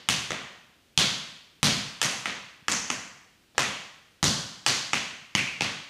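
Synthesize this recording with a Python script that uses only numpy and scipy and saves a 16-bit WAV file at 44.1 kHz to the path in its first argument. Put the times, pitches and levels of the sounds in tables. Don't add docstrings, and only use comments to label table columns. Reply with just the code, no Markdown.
import sys
import numpy as np
from scipy import signal
from scipy.fft import rfft, irfft
from scipy.io import wavfile

SR = 44100
rng = np.random.default_rng(int(sys.argv[2]) if len(sys.argv) > 2 else 0)


def store_wav(level_fs):
    pcm = np.round(np.clip(np.atleast_2d(level_fs), -1, 1) * 32767)
    wavfile.write(sys.argv[1], SR, pcm.T.astype(np.int16))


N = 259749
LEAD = SR // 2
LENGTH = SR
FAVOURED_OCTAVES = 0.21


def from_db(db):
    return 10 ** (np.asarray(db) / 20)


def at_hz(points, hz):
    table_hz, values = np.transpose(points)
    return np.interp(np.log(hz), np.log(table_hz), values)


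def bump(hz, centre_hz, octaves):
    distance = np.log2(np.maximum(hz, 1) / centre_hz) / octaves
    return np.exp(-.5 * distance ** 2)


def ring(x, hz, t60):
    r = from_db(-60 / (t60 * SR))
    w = 2 * np.pi * hz / SR
    return signal.lfilter([0, np.sin(w)], [1, -2 * r * np.cos(w), r * r], x)


# f/Hz, relative level/dB
HISS_SPECTRUM = [(30, 6), (120, 3), (300, 1), (1000, -10), (3000, -5.5), (7000, -14), (12000, -17.5),
                 (15200, -10), (15700, -44.5)]
HISS_DB = -63


def room_hiss():
    hz = np.maximum(np.fft.rfftfreq(N, 1 / SR), 1)
    spectrum = rfft(rng.standard_normal(N)) * from_db(at_hz(HISS_SPECTRUM, hz))
    noise = irfft(spectrum, N)
    return from_db(HISS_DB) * noise / noise.std()


# f/Hz, t60/s
REVERB_TIME = [(60, 0.3), (160, 0.72), (420, 0.57), (1100, 0.83), (2900, 0.84), (6000, 0.6), (10000, 0.086),
               (15000, 0.16)]
# f/Hz, level/dB
TAIL_COLOUR = [(60, -34.5), (150, 0), (400, -5), (1000, -4), (2500, -4.5), (6000, 0), (10000, 0),
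               (15000, 5)]
TAIL_RISE_S, DENSE_AFTER_S = 0.014, .1
FIRST_SHARE = .1


def room_tails(count):
    t = np.arange(LENGTH) / SR
    share = np.minimum(FIRST_SHARE + (t / DENSE_AFTER_S) ** 2, 1)
    noise = rng.standard_normal((count, LENGTH))
    present = rng.random((count, LENGTH)) < share
    arrivals = noise * present / np.sqrt(share)
    edges = 40 * 2 ** np.arange(0, 9.1, .5)
    tails = 0
    for low, high in zip(edges, np.minimum(edges[1:], .45 * SR)):
        hz = np.sqrt(low * high)
        band_filter = signal.butter(1, [low, high], "band", fs=SR, output="sos")
        band = signal.sosfilt(band_filter, arrivals + 1e-18)
        level_db = at_hz(TAIL_COLOUR, hz) - 60 * t / at_hz(REVERB_TIME, hz)
        tails = tails + band * from_db(level_db)
    return tails * (1 - np.exp(-(t / TAIL_RISE_S) ** 2))


# f/Hz, level/dB
STANDING_WAVES = [(142, 2.7), (212, 4.3)]
STANDING_OCTAVES = 0.14
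TAIL_FAVOUR_SHARE = 0.42


def coloured(tails, strength, tail_db, favoured_hz, favour_db):
    click = np.arange(LENGTH) == 0
    hz = np.fft.rfftfreq(LENGTH, 1 / SR)
    rings = [ring(click, mode_hz, t60) for mode_hz, t60 in BODY_MODES]
    mode_powers = np.abs(rfft(rings)) ** 2
    blow_spectrum = np.sqrt(strength ** 2 @ mode_powers)
    favoured = bump(hz, favoured_hz[:, None], FAVOURED_OCTAVES)
    lift_db = TAIL_FAVOUR_SHARE * favour_db[:, None] * favoured
    lift_db += sum(db * bump(hz, centre_hz, STANDING_OCTAVES) for centre_hz, db in STANDING_WAVES)
    out = irfft(rfft(tails) * blow_spectrum * from_db(lift_db), LENGTH)
    opening_rms = out[:, :SR // 7].std(axis=1)
    return out * (from_db(tail_db) / opening_rms)[:, None]


# level in an average blow/dB,
# then the shares [dB per dB] of a tap's weight, knock and brightness that it follows
STRIKE = [(-44.5, 1.7, 0.041, 0.54), (-16, 1.04, 0.16, 0.76), (-16, 0.83, 0, 0), (-12.5, 0, 1.21, 0),
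          (-4, 0, 0.73, 0.14), (-5.5, 0.036, 0.71, 0), (0, 0.36, 0.36, 0), (1.5, 0.3, 0.54, 0.027),
          (4.5, 0.6, 0.35, 0.62), (4, 0.23, 0.13, 0.8), (-1.5, 0.41, 0, 2.04)]


def strengths(weight_db, knock_db, favoured_hz, favour_db, bright_db):
    average_db, heavy, knocky, bright = np.transpose(STRIKE)
    mode_hz = np.transpose(BODY_MODES)[0]
    near = bump(mode_hz, favoured_hz[:, None], FAVOURED_OCTAVES)
    level_db = average_db + near * favour_db[:, None]
    level_db += heavy * weight_db[:, None]
    level_db += knocky * knock_db[:, None]
    level_db += bright * bright_db[:, None]
    return from_db(level_db)


# f/Hz, t60/s
BODY_MODES = [(85, 0.022), (150, 0.022), (270, 0.022), (600, 0.0072), (1250, 0.0043), (1900, 0.0073),
              (2550, 0.0036), (3400, 0.0022), (4600, 0.0011), (6200, 0.0012), (9500, 0.00036)]
CHATTER_DB, CHATTER_S = -18, .0012
CONTACT_HZ = 11000
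SNAP_HZ, SNAP_T60_S = 5000, .0009
SNAP_DB, SNAP_FOLLOWS = -3, 0.83


def blows(strength, bright_db):
    t = np.arange(SR // 10) / SR
    chatter = rng.standard_normal((len(strength), len(t))) * np.exp(-t / CHATTER_S)
    contact = from_db(CHATTER_DB) * chatter + 1e-18
    contact[:, 0] = 1
    contact = signal.sosfilt(signal.butter(2, CONTACT_HZ, fs=SR, output="sos"), contact)
    modes = 0
    for k, (hz, t60) in enumerate(BODY_MODES):
        modes = modes + (-1) ** k * strength[:, [k]] * ring(contact, hz, t60)
    modes /= np.abs(modes).max(axis=1, keepdims=True)
    snap_gain = from_db(SNAP_DB + SNAP_FOLLOWS * bright_db[:, None])
    out = modes - snap_gain * ring(contact, SNAP_HZ, SNAP_T60_S)
    return out / np.abs(out).max(axis=1, keepdims=True)


# t/ms, peak level above the room tail/dB
WEAK_ECHOES = [(6, 12), (19.3, 5), (21.6, -7.5), (25.4, -18), (35.6, -7), (39.8, 10.5), (52, 6.5)]
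ECHO_SPREAD_DB = 2
BOUNCE_MS = 2.366
FAR_WALL_MS, FAR_WALL_DB = 31.7, -22.5


def early_paths(peak_db, tail_db, bounce_db, near_ms, near_db):
    count = len(peak_db)
    arrivals = [(0, peak_db),
                (BOUNCE_MS, peak_db + bounce_db),
                (near_ms, peak_db + near_db),
                (FAR_WALL_MS, peak_db + FAR_WALL_DB)]
    for ms, db in WEAK_ECHOES:
        spread_db = ECHO_SPREAD_DB * rng.standard_normal(count)
        arrivals.append((ms, tail_db + db + spread_db))
    paths = np.zeros((count, SR // 10))
    for ms, db in arrivals:
        delay = np.round(np.multiply(ms, SR / 1000)).astype(int)
        paths[np.arange(count), delay] += from_db(db)
    return paths


# t/s, direct peak level/dB,
# tail level/dB, plate bounce level re direct/dB, near wall echo t/ms, near wall level re direct/dB,
# weight on the floor/dB, knock of the board/dB, f/Hz near which the blow favours or damps the sound,
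# level of that favour/dB, brightness/dB
TAPS = [(-0.3, -8.0, -31, -6, 11.5, -6, 19, 24, 4040, 2, -1),
        (0.088, -4.5, -28, -5, 10.5, -5, 5.5, 2.5, 2940, 6.5, 5),
        (0.3061, -14.0, -37, -7, 12.3, -1.5, -1, 11, 4800, -5, -3.5),
        (0.9764, -2, -24, -12.5, 11.6, -6.5, 7.7, 2.5, 3700, 6.5, 3),
        (1.63, -4, -23.5, -11, 12.5, -12, 15, 10, 3230, 2, 4.5),
        (2.0157, -6.5, -28, -1.5, 12.7, -2, -8, 2, 2600, 2.5, 5.5),
        (2.2571, -12.7, -36, -6.5, 12.2, -9, -5.5, 0, 2360, 1.5, -8.5),
        (2.6828, -8, -31, -4.5, 9.6, -10, -6, 0.1, 3800, -5.5, 1),
        (2.7173, -9.5, -35, -11, 11, -14, 3, -8, 6070, 13, -7),
        (2.7218, -9.5, -39.5, -2, 9.5, -4, 2, -12, 5940, 17, -7),
        (2.9019, -9, -36.5, -3, 11.7, -7.5, -5.5, -4, 3700, -8, -3),
        (3.549, -45, -58, -9, 9, -15, 21, 23, 2570, -5, -3.5),
        (3.5803, -5, -28, -4.5, 12.2, -7, -8.5, 9.5, 2800, 5, 4.5),
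        (4.2286, -7, -26.5, -14, 12.2, -4, 13.5, 7, 2340, -9, 1.5),
        (4.241, -6, -30, -5.5, 13, -16, -0.5, -8, 2380, -27, 0.5),
        (4.6635, -5, -26, -2.5, 10.6, -8, -7.5, -5, 4540, 5, 0.8),
        (4.9328, -7.5, -31, -3.5, 9.4, -4.5, -1.3, 1.5, 2540, 5, -0.3),
        (5.3514, -0.5, -28, -10, 9.2, -10, 10, 0, 2360, 12.5, 2),
        (5.6083, -9.5, -31.5, -9.5, 12.1, -1.5, 6, 6.5, 2800, 2.5, -2.5)]


def dancer():
    (start_s, peak_db, tail_db, bounce_db, near_ms, near_db,
     weight_db, knock_db, favoured_hz, favour_db, bright_db) = np.transpose(TAPS)
    strength = strengths(weight_db, knock_db, favoured_hz, favour_db, bright_db)
    heard = coloured(room_tails(len(TAPS)), strength, tail_db, favoured_hz, favour_db)
    paths = early_paths(peak_db, tail_db, bounce_db, near_ms, near_db)
    sharp = signal.fftconvolve(blows(strength, bright_db), paths, axes=1)
    heard[:, :sharp.shape[1]] += sharp
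    out = np.zeros(LEAD + N + LENGTH)
    for s, tap in zip(start_s, heard):
        at = LEAD + round(s * SR)
        out[at:at + LENGTH] += tap
    return out[LEAD:LEAD + N]


def scene():
    return (dancer() + room_hiss())[None]


MIC_LOW_HZ, MIC_HIGH_HZ = 52, 11700
CUTOFF_HZ = 16500


def record(dry):
    mic = signal.butter(2, [MIC_LOW_HZ, MIC_HIGH_HZ], "band", fs=SR, output="sos")
    top_cut = signal.cheby2(12, 70, CUTOFF_HZ, fs=SR, output="sos")
    return signal.sosfilt(top_cut, signal.sosfilt(mic, dry))


dry = scene()
out = record(dry)
store_wav(out)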